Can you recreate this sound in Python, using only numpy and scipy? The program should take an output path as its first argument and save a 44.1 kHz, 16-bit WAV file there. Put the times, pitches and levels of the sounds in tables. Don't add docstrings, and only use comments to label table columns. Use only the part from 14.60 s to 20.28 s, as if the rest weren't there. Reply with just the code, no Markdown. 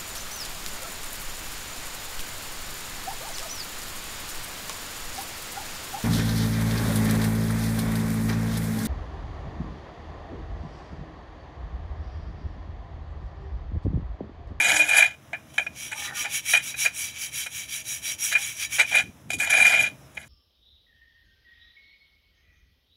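import sys
import numpy as np
from scipy import signal
from scipy.fft import rfft, irfft
from scipy.io import wavfile

SR = 44100
rng = np.random.default_rng(int(sys.argv[2]) if len(sys.argv) > 2 else 0)


def file_out(sig):
    cols = np.atleast_2d(sig).T
    lim = np.clip(cols, -1, 1)
    pcm = np.round(lim * 32767).astype(np.int16)
    wavfile.write(sys.argv[1], SR, pcm)


def natural_amplitude(level_db):
    exponent = np.asarray(level_db, float) / 20
    return 10 ** exponent


N = 250488
STRONGEST_MODE_HZ = 2444


def rms_one(x):
    return x / np.sqrt(np.mean(x ** 2) + 1e-20)


def in_time(rows, quiet=-120):
    s, *columns = np.transpose(rows)
    t = np.arange(N) / SR
    return [np.interp(t, s, column, quiet, quiet) for column in columns]


def convolve(x, response):
    return signal.fftconvolve(x, response)[:N]


def colour(x, points, size=4096):
    hz, db = np.transpose(points)
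    bins_hz = np.arange(size // 2 + 1) * SR / size
    log_gain = np.log(natural_amplitude(np.interp(np.log(bins_hz + 1), np.log(hz), db)))
    cepstrum = irfft(log_gain)
    cepstrum[1:size // 2] *= 2
    cepstrum[size // 2 + 1:] = 0
    return convolve(x, irfft(np.exp(rfft(cepstrum))))


def drift(rate_hz):
    r = np.exp(-2 * np.pi * rate_hz / SR)
    slow = signal.lfilter([1], [1, -2 * r, r * r], rng.standard_normal(N + SR))
    return rms_one(slow[SR:])


def modes(x, table, wander_db, rate_hz):
    out = np.zeros(N)
    for k, (hz, width_hz, db) in enumerate(sorted(table)):
        r = np.exp(-np.pi * width_hz / SR)
        spread_db = wander_db * (hz / 2400) ** 0.32 * min(1, 200 / width_hz)
        fed = x * natural_amplitude(db + spread_db * drift(rate_hz)) + 1e-18
        zeros = [(1 - r * r) / 2, 0, (r * r - 1) / 2]
        poles = [1, -2 * r * np.cos(2 * np.pi * hz / SR), r * r]
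        out += (-1) ** k * signal.lfilter(zeros, poles, fed)
    return out


def grains(per_s, spread_db):
    sizes = natural_amplitude(spread_db * np.minimum(rng.exponential(1, N), 4)) * rng.choice([-1, 1], N)
    return rms_one(sizes * (rng.random(N) < per_s / SR))


def split(x, low_hz, high_hz):
    low = signal.sosfilt(signal.butter(2, low_hz, fs=SR, output="sos"), x)
    high = signal.sosfilt(signal.butter(2, high_hz, "high", fs=SR, output="sos"), x)
    return low, x - low - high, high


def bursts(table, rise_s, lead_s, rough, swell=0):
    out, t = np.zeros(N + 6000), np.arange(6000) / SR
    phases = rng.uniform(0, 2 * np.pi, len(table))
    for (s, length, db, hz), phase in zip(table, phases):
        growth = 1 - np.exp(-(t / (rise_s + swell * length)) ** 2)
        hold_s = length * (1 + swell / 2) + lead_s + 0.00076
        shape = growth * np.exp(-0.94 * (t / hold_s) ** 3)
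        at = max(round((s - lead_s - swell * length / 2) * SR), 0)
        out[at:at + len(t)] += natural_amplitude(db) * shape * np.sin(2 * np.pi * hz * t + phase)
    return out[:N] * (1 + rough * drift(230))


def background():
    # frequency_hz, level_db per Hz
    spectrum = [(25, -38.5), (45, -16), (70, 2.5), (140, -4), (260, -8), (430, -17.5), (600, -14),
                (1100, -17.5), (2400, -23), (4500, -28), (6000, -25), (8200, -32.5), (10800, -27),
                (13500, -32), (15700, -34)]
    # frequency_hz, width_hz, level_db
    hum = [(77.8, 5.3, -1), (134, 6.4, 4), (308, 2.4, -5), (636.4, 7.5, -9)]
    # time_s, level_db
    murmur = [
        (0, -0.5),
        (1.2, 1.5),
        (3.2, -2),
        (4.7, -3),
        (5.3, 2.5),
        (5.7, -1.5),
    ]
    noise = natural_amplitude(-51) * rms_one(colour(rng.standard_normal(N), spectrum))
    noise += natural_amplitude(-27.5) * modes(rng.standard_normal(N), hum, wander_db=-5.5, rate_hz=3.3)
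    low, middle, high = split(noise, 330, 4000)
    middle = middle * natural_amplitude(in_time(murmur)[0] + 1.0 * drift(4.2))
    return low * natural_amplitude(-3.5) + middle + high * natural_amplitude(0.79 * drift(4))


def room(x):
    t60_s = 0.2
    t = np.arange(SR // 2) / SR
    tail = rng.standard_normal(len(t)) * natural_amplitude(-60 * t / t60_s) * (t > .006)
    tail = signal.lfilter([1], [1, -.45], tail)
    return convolve(x, tail / np.sqrt(np.sum(tail ** 2)))


def handling():
    # middle_s, length_s, level_db
    moves = [
        (.12, 0.3, -50),
        (1.07, 0.11, -52),
        (1.505, 0.14, -55),
        (4.409, 0.38, -50),
        (4.75, 0.29, -48),
        (5.103, 0.59, -46),
    ]
    t = np.arange(N) / SR
    swell = sum(natural_amplitude(db) * np.cos(np.pi * np.clip((t - s) / length, -.5, .5)) for s, length, db in moves)
    band = signal.butter(3, [65.7, 310], "band", fs=SR, output="sos")
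    return swell * natural_amplitude(4.8 * drift(21)) * rms_one(signal.sosfilt(band, rng.standard_normal(N)))


def suds():
    # time_s, pitch_hz, level_db
    whistle = [
        (5.37, 5750, -85),
        (5.42, 5600, -64),
        (5.46, 5300, -59),
        (5.52, 5140, -79),
    ]
    # start_s, peak_db, pitch_hz
    pops = [(.768, -47, 12000), (.826, -50, 8500), (.961, -38, 6000), (4.541, -53, 10000),
            (4.571, -52, 9800), (4.615, -54, 8000), (1.012, -45, 11000)]
    hz, db = in_time(whistle)
    out = np.sin(2 * np.pi * np.cumsum(np.maximum(hz, 0)) / SR) * natural_amplitude(db) * drift(250)
    t = np.arange(400) / SR
    for (s, db, hz), puff in zip(pops, rng.standard_normal((len(pops), 400))):
        band = signal.butter(2, [hz * .82, hz * 1.4], "band", fs=SR, output="sos")
        at = round(s * SR)
        out[at:at + 400] += natural_amplitude(db) * signal.sosfilt(band, puff * np.exp(-t / 0.002))
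    return out


def groan():
    # time_s, pitch_hz, level_db
    slide = [
        (0, 299.4, -36),
        (.08, 308, -61),
        (.13, 308, -42),
        (.24, 308, -41),
        (.32, 303, -56),
        (.36, 305, -74),
    ]
    hz, db = in_time(slide)
    return np.sin(2 * np.pi * np.cumsum(np.maximum(hz, 0)) / SR) * natural_amplitude(db + 2.0 * drift(14))


def squeak():
    # start_s, length_s, peak_db, pitch_hz
    tones = [(1.322, .035, -41.5, 863), (1.352, 0.026, -42.5, 904), (1.378, 0.074, -43.5, 825),
             (1.362, 0.062, -45.5, 1228), (1.42, 0.08, -39, 1793), (1.445, 0.057, -43, 1218),
             (1.45, 0.027, -41, 1420), (1.48, 0.072, -39, 1823), (1.495, 0.057, -42.5, 808),
             (1.495, 0.054, -43, 1515), (1.5, 0.039, -44, 1375), (1.475, 0.036, -37, 1936),
             (1.545, .04, -44, 1860), (1.56, 0.037, -42, 1437), (1.57, 0.071, -44, 1208),
             (1.648, 0.031, -37.5, 815), (3.775, 0.048, -45.5, 806)]
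    return bursts(tones, rise_s=0.0062, lead_s=0.00399, rough=0.64)


def pad_motion():
    # start_s, length_s, hiss_db, weight_db on the bars, lean (under 1 fastest early)
    strokes = [(0.858, 0.09, -56, 0, 1.04), (0.922, 0.23, -46.5, 0, 0.53), (1.139, 0.2, -35, 0, 0.82),
               (1.34, 0.19, -34.5, 3.5, 0.81), (1.525, 0.14, -29.5, 1.5, 1.03), (1.661, 0.16, -27, 0, 1.39),
               (1.817, 0.17, -25, -0.5, 1.32), (2.001, 0.16, -32, 0, 0.86),
               (2.146, 0.16, -24.5, -2.5, 0.98), (2.313, 0.23, -28.5, -2.5, 0.96),
               (2.503, 0.13, -45.5, 6, 1.2), (2.576, 0.13, -27.5, -2.5, 0.86),
               (2.701, 0.18, -28, -1.5, 1.01), (2.881, 0.2, -31.5, -1.5, 0.96),
               (3.066, 0.18, -30, -1.5, 0.91), (3.231, 0.19, -27, -3.5, 0.85),
               (3.388, 0.18, -26, -1.5, 1.23), (3.574, 0.19, -24, -4.5, 0.83), (3.751, 0.25, -31, 0, 0.63),
               (3.921, 0.16, -28.5, 1.5, 1.6), (4.08, 0.13, -26, -1, 1.16), (4.238, 0.19, -40, 4.5, 0.68)]
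    start_s, end_s, turn_db, turn_weight_db = 1.154, 4.39, -53, 5
    t = np.arange(N) / SR
    hiss = natural_amplitude(turn_db) * np.interp(t, [start_s - .05, start_s, end_s, end_s + 0.16], [0, 1, 1, 0])
    weight_db = np.full(N, float(turn_weight_db))
    for s, length, db, bars_db, lean in strokes:
        speed = np.abs(np.sin(np.pi * np.clip((t - s) / length, 0, 1) ** lean))
        hiss += natural_amplitude(db) * speed ** 1.98
        weight_db += (bars_db - turn_weight_db) * np.sqrt(speed)
    return hiss, weight_db


def scouring():
    # frequency_hz, width_hz, level_db
    bars = [(1776, 20, -8.5), (2296, 69, 2.5), (3090.5, 73, 1), (3069, 16.6, 3.5), (3446, 130, -8.5),
            (3895, 50, -0.5), (4690, 130, -1.5), (5420, 89, -27.5), (5710, 46, 4.5), (5800, 45, 1),
            (6300, 120, -9.5), (6770, 53, 0), (6900, 50, -4.5), (7660, 29, -4.5), (8570, 81, -8.5),
            (9090, 61, -5.5), (9650, 144, -8), (9900, 55, -3.5), (10790, 950, -6.5)]
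    # frequency_hz, level_db per Hz
    pad = [(350, -64.5), (600, -50.5), (845, -16), (1010, -22), (1790, -6), (2060, -13), (2290, 3),
           (2670, -2), (3970, -10), (4360, -19.5), (5820, -0.5), (7240, -7.5), (10900, -15.5), (13600, -10),
           (15800, -16)]
    hiss, weight_db = pad_motion()
    stroke = hiss * natural_amplitude(1.0 * drift(10.7))
    pushes = []
    for per_s in (9000, 12000):
        low, middle, high = split(grains(per_s, 4.9) * stroke, 600, 4000)
        pushes.append((low + middle) * natural_amplitude(np.clip(weight_db, -20, 20)) + high)
    ringing = natural_amplitude(10.0) * modes(pushes[0], bars, wander_db=2.5, rate_hz=11.3)
    return ringing + natural_amplitude(5.5) * colour(pushes[1], pad)


def chatter():
    # start_s, length_s, peak_db, pitch_hz
    first = [(0.0, 0.0064, -10.5, 2406), (0.01, 0.017, -17, 2390), (0.0349, 0.033, -16.5, 2432),
             (0.0684, 0.0044, -24, 2360), (0.0771, 0.0084, -31, 2410), (0.0887, 0.019, -20, 2250),
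             (0.1105, 0.022, -25, 2390), (0.1299, 0.021, -26.5, 2350), (0.1615, 0.015, -19.5, 2440),
             (0.1746, 0.0065, -27, 2300), (0.1961, 0.034, -10.5, 2432), (0.2246, 0.025, -14.5, 2440),
             (0.2809, 0.0085, -22.5, 2480), (0.2902, 0.015, -15.5, 2410), (0.3112, 0.0057, -12, 2440),
             (0.3175, 0.0068, -10.5, 2440), (0.3341, 0.0073, -12.5, 2410), (0.3473, 0.013, -14.5, 2410),
             (0.3647, 0.0089, -12, 2400), (0.381, 0.0065, -9, 2460), (0.3873, 0.005, -14, 2420),
             (0.4015, 0.012, -10, 2366), (0.422, 0.011, -8.5, 2390), (0.4399, 0.0077, -8.5, 2432),
             (0.4518, 0.017, -17.5, 2403)]
    # start_s, length_s, peak_db, pitch_hz
    later = [(4.327, 0.0088, -17.5, 2330), (4.338, 0.0073, -23, 2370), (4.349, 0.0051, -7, 2394),
             (4.358, 0.0082, -14, 2363), (4.3674, 0.011, -8.5, 2428), (4.384, 0.0074, -12, 2426),
             (4.3904, 0.0108, -14, 2398), (4.405, 0.0082, -18, 2424), (4.7032, 0.0034, -18.5, 2440),
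             (4.731, 0.0058, -21, 2470), (4.7386, 0.0046, -18, 2440), (4.801, 0.006, -11.5, 2400),
             (4.814, 0.012, -31, 2360), (4.823, 0.0043, -20, 2400), (4.834, 0.0064, -24, 2400),
             (4.853, 0.0065, -30, 2400), (4.87, 0.014, -18.5, 2400), (4.902, 0.0089, -13, 2400),
             (4.914, 0.0069, -15.0, 2334), (4.924, 0.005, -11, 2346), (4.9288, 0.01, -11, 2340),
             (4.949, 0.0078, -9.5, 2333), (4.9633, 0.022, -12.5, 2397), (4.978, 0.0072, -14, 2290),
             (4.991, 0.0045, -14, 2400), (5, 0.0107, -7.5, 2380), (5.0117, 0.00514, -5.5, 2350),
             (5.022, 0.0112, -9.5, 2340), (5.047, 0.0218, -7.5, 2380), (5.0738, 0.012, -10.1, 2354),
             (5.1004, 0.0087, -24, 2390), (5.108, 0.00875, -17, 2376), (5.1179, 0.0065, -21.5, 2295),
             (5.1244, 0.013, -22, 2300), (5.144, 0.011, -10, 2380), (5.157, 0.0147, -11, 2390),
             (5.1733, 0.0113, -14.5, 2400), (5.1865, 0.013, -11, 2380), (5.204, 0.011, -12.5, 2390),
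             (5.214, 0.0108, -21, 2400), (5.2334, 0.0068, -16, 2440), (5.2396, 0.0091, -16, 2377),
             (5.259, 0.02, -23.5, 2404)]
    # start_s, length_s, peak_db, pitch_hz
    struck = [(0.7338, 0.0041, -23, 2310), (0.738, 0.013, -29, 2385), (0.746, 0.01, -26.5, 2420),
              (0.981, 0.0053, -11, 2420), (0.9958, 0.003, -16, 2330), (1.0021, 0.0045, -18.5, 2440),
              (1.015, 0.014, -29, 2390), (1.0667, 0.01, -23.5, 2436), (1.327, 0.0057, -26, 2436),
              (1.337, 0.0052, -33, 2440), (1.6074, 0.0086, -25, 2294), (1.648, 0.011, -26, 2340),
              (1.6636, 0.0051, -28.5, 2440), (1.926, 0.0049, -30.5, 2370), (1.9374, 0.0047, -10.5, 2438),
              (1.9473, 0.0077, -12.5, 2400), (1.956, 0.02, -36, 2440), (1.9745, 0.0053, -26, 2490),
              (1.9832, 0.008, -35, 2470), (2.141, 0.0099, -28, 2454), (2.2132, 0.0077, -33, 2340),
              (2.22, 0.0068, -25.5, 2330), (2.2358, 0.0078, -30, 2440), (2.241, 0.0042, -29, 2400),
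              (2.249, 0.0045, -23, 2400), (2.259, 0.0084, -9.5, 2428), (2.277, 0.0043, -25, 2450),
              (2.8605, 0.0034, -34, 2380), (2.869, 0.0071, -35, 2470), (3.723, 0.018, -23, 2400),
              (3.7515, 0.014, -10, 2428), (3.78, 0.019, -30, 2450), (4.182, 0.0049, -26, 2430),
              (4.1955, 0.0075, -8.5, 2340), (4.2019, 0.0044, -9, 2384), (4.211, 0.0061, -11, 2440),
              (4.233, 0.0098, -25, 2450), (4.25, 0.0072, -29, 2470), (5.5715, 0.011, -28.5, 2402)]
    # frequency_hz, width_hz, level_db
    ring = [(2483, 24, -14), (2438, 18, -10), (2402, 22, -10)]
    drawn = [(s, length, db, hz + .4 * (STRONGEST_MODE_HZ - hz)) for s, length, db, hz in later]
    tone = bursts(first + drawn, rise_s=0.00085, lead_s=.0008, rough=0.24, swell=.3)
    tone = tone + bursts(struck, rise_s=0.00098, lead_s=.0008, rough=0.24, swell=.12)
    tone = natural_amplitude(-0.17) * tone
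    return tone + modes(tone, ring, wander_db=4.5, rate_hz=8.0)


def feet(drags, knocks):
    grit = grains(7000, 3.84) * natural_amplitude(1.7 * drift(68))
    force = np.zeros(N)
    for table in drags:
        grind_db, bright_db = in_time(table)
        low, middle, high = split(grit * natural_amplitude(grind_db), 1000, 4400)
        force += low + middle + high * natural_amplitude(bright_db)
    slips, t = rng.standard_normal((len(knocks), 2000)), np.arange(2000) / SR
    touch_s = 0.000068
    touch = natural_amplitude(3) * np.exp(-t / touch_s) * t / touch_s
    locked = 0.1 * np.sin(2 * np.pi * STRONGEST_MODE_HZ * t)
    for (s, db, rise, fall, low_db, bright_db), slip in zip(knocks, slips):
        shape = (1 - np.exp(-t / rise)) * np.exp(-t / fall)
        low, middle, high = split((slip * shape + touch) * natural_amplitude(db + 2.5), 1740, 2500)
        middle = middle + locked * shape * natural_amplitude(db - 3.0)
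        at = round(s * SR)
        force[at:at + 2000] += low * natural_amplitude(min(low_db, 12)) + middle + high * natural_amplitude(min(bright_db, 14))
    return force


def iron(force, damping_hz):
    # frequency_hz, width_hz, level_db
    body = [(680, 247, -18.5), (1709, 221, -5), (2414, 41, -16), (2880, 30, -24), (3140, 21, -17.5),
            (3210, 33, -24.5), (3906, 65, -19), (4640, 88, -16), (5940, 250, -27), (6470, 57, -22),
            (6684, 59, -20.5), (7030, 110, -16.5), (7036, 690, -23.5), (8040, 190, -44.5),
            (8070, 83, -23.5), (8870, 40, -45.5), (9720, 27, -50), (9770, 110, -31.5), (10060, 95, -22),
            (11060, 180, -24.5), (11470, 28, -34.5)]
    # frequency_hz, width_hz, level_db
    partners = [(2440, 28, -9), (2468, 13, -11.5), (2256, 180, -14.5), (2078, 262, -11), (1424, 360, -17.5),
                (1800, 230, -13.5), (767, 28, -22.5), (592, 37, -24), (586, 30, -45.5), (8920, 1500, -31.5)]
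    # frequency_hz, level_db per Hz
    fill = [(150, -1.5), (405, -27.5), (686, -18.5), (1150, -43), (1650, -6.5), (2210, -39.5), (2430, 4.5),
            (2680, -23), (3020, -10), (3960, -21), (4280, -15.5), (6970, -49.5), (11100, -33), (15800, -65)]
    damped = [(hz, width + damping_hz + hz / 500, db) for hz, width, db in body + partners]
    sound = natural_amplitude(12.5) * modes(force, damped, wander_db=2.5, rate_hz=22.0) + natural_amplitude(7.5) * colour(force, fill)
    return signal.sosfilt(signal.butter(4, 470, "high", fs=SR, output="sos"), sound)


def pressed_support():
    # start_s, length_s, grind_db, brightness_db
    skids = [
        (1.318, .002, -23, 1.5),
        (1.641, 0.016, -21, -7),
        (1.934, 0.042, -14.5, -1.5),
        (2.252, 0.0024, -10.5, 0),
        (3.719, 0.013, -15.5, 2),
        (4.194, 0.013, -6.5, -3.5),
    ]
    # start_s, peak_db, fall_s, low_weight_db, brightness_db
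    knocks = [(1.329, -13.5, 0.0037, -15, -4), (1.6097, -20.5, 0.0059, -2, 8),
              (1.647, -23.5, 0.0087, 12, -13), (1.9356, -0.5, 0.0046, -1.5, -20),
              (1.947, -2, 0.0048, -4, -11), (1.9704, -9, 0.0026, 5, 11.5), (2.1431, -22.5, 0.0055, 2, -9),
              (2.2593, -14.5, 0.0083, 6, -36), (2.862, -13.5, 0.0073, 3.5, 1),
              (3.725, -16.5, 0.0061, -14, 13), (3.751, -9.5, 0.013, 0, -8), (4.121, -31.5, 0.0041, -7.5, 8),
              (4.1974, -5.5, 0.0092, -12, -18), (4.2111, -12, 0.0031, -15, -12)]
    attack_s, release_s, edge_db = 0.017, 0.06, -33
    grinding = []
    for s, length, db, bright_db in skids:
        grinding.append([(s - attack_s, db + edge_db, bright_db),
                         (s, db, bright_db),
                         (s + length + 0.00059, db, bright_db),
                         (s + length + release_s, db + edge_db, bright_db)])
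    timed = [(s, db, 0.0023, *rest) for s, db, *rest in knocks]
    return iron(feet(grinding, timed), damping_hz=110)


def dragged_support():
    # time_s, grind_db, brightness_db
    drags = [
        [(0.0, -12.5, 4.5), (0.072, -12, 3.5), (0.094, -6.5, 3.5), (0.148, -11, 4.5), (0.18, -12, 8),
         (0.23, -17.5, 1), (0.264, -20.5, 4), (0.292, -13.5, 6.5), (0.355, -11, -2), (0.375, -7, 9.5),
         (0.44, -13.5, -1.5), (0.55, -43, -9)],
        [(4.31, -23, -8.5), (4.33, -19.5, -4), (4.356, -8, 4), (4.4, -16, -5), (4.425, -29, 5.5),
         (4.45, -54, -0.5)],
        [(4.69, -57, 22), (4.704, -38, 5), (4.736, -29, 18.5), (4.782, -45.5, 11)],
        [(4.783, -35, 12), (4.802, -16, 8.5), (4.86, -20.5, 5.5), (4.89, -21, -1), (4.905, -14.5, 9.5),
         (4.95, -12, 0.5), (5.075, -12, 5.5), (5.16, -13, -7.5), (5.21, -14.5, 4.5), (5.268, -18.5, -1.5),
         (5.36, -66, 5)],
        [(5.5, -61, 11), (5.554, -53, 17), (5.574, -28.5, -19), (5.592, -38.5, 7), (5.644, -35.5, -4),
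         (5.68, -67, 28)],
    ]
    # start_s, peak_db, fall_s, low_weight_db, brightness_db
    knocks = [(0.7306, -17, 0.003, 6.5, -26), (0.7395, -28, 0.012, 14.5, -8), (0.9414, -34, 0.0023, 17, 23),
              (0.98, -3.5, 0.0046, -12, -26), (0.995, -11.5, 0.0028, 6, -25), (1.0049, -32, 0.022, 12, 0),
              (1.064, -22, 0.0064, 6, -24), (4.703, -17, 0.0033, 9.5, 13), (4.714, -25.5, 0.005, -4, 14),
              (4.7324, -19, 0.0031, 11.5, 14), (5.5735, -28.5, 0.0064, 14, -2),
              (5.6138, -35.5, 0.0025, -10, 10)]
    # start_s, peak_db, fall_s, tone_width_db
    slips = [(0.0907, -10, 0.0036, 12), (0.1178, 1, 0.0013, 26), (0.162, -7, 0.0034, 18),
             (0.192, -14.5, 0.028, 15), (0.226, -22.5, 0.008, -6), (0.2907, -10, 0.0043, 9),
             (0.3177, -10, 0.0046, 12), (0.3344, -12, 0.0019, -3.5), (0.349, -8, 0.017, -4),
             (0.382, -4, 0.021, 6), (0.405, -3.5, 0.0055, -3), (0.4234, 1, 0.0052, -13),
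             (0.4414, -15, 0.0026, -14), (4.352, -2.5, 0.0045, -13.5), (4.3866, -22, 0.0058, 2),
             (4.8028, -6.5, 0.0038, 11), (4.8723, -7, 0.0033, 13), (4.9046, -15, 0.0072, 1.5),
             (4.934, 1, 0.0029, -4), (4.95, -3, 0.0032, 1), (4.963, -11, 0.0059, -15),
             (5.0018, -22.5, 0.0062, -6), (5.025, -6, 0.0056, -7), (5.051, -3, 0.018, 1.5),
             (5.076, -2.5, 0.003, 11), (5.146, -8.5, 0.0044, 13), (5.158, -16, 0.0056, -2),
             (5.1889, -10, 0.012, -5), (5.2428, -8, 0.0024, 12)]
    impulses = [(s, db, .0007, *rest) for s, db, *rest in knocks]
    for s, db, fall, wide_db in slips:
        impulses.append((s, db - 4.5, 0.00097, fall, wide_db - 8.5, wide_db - 12))
    return iron(feet(drags, impulses), damping_hz=0)


def scene():
    # frequency_hz, level_db
    radiation = [(880, 1), (1120, -10), (1380, 0), (2510, 0), (2620, -7), (2850, 0), (3400, 0), (3620, -4),
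                 (3850, 0), (11800, 0), (12400, -8), (15000, -4)]
    support = colour(dragged_support() + pressed_support() + chatter(), radiation)
    close = scouring() + squeak() + groan() + support
    return (close + natural_amplitude(-21) * room(close) + background() + handling() + suds())[None]


def roll_off(x):
    return signal.sosfilt(signal.butter(12, 16990, fs=SR, output="sos"), x)


def record(dry):
    # frequency_hz, level_db
    microphone = [(3900, 0.5), (4450, -12), (5100, -1), (12300, -0.5), (13800, -11), (14800, 1)]
    heard = 0.8 * np.tanh(colour(dry[0], microphone) / 0.87)
    top_cut = signal.ellip(12, .5, 70, 15720, fs=SR, output="sos")
    return roll_off(signal.sosfilt(top_cut, heard)[None])


dry = scene()
out = record(dry)
file_out(out)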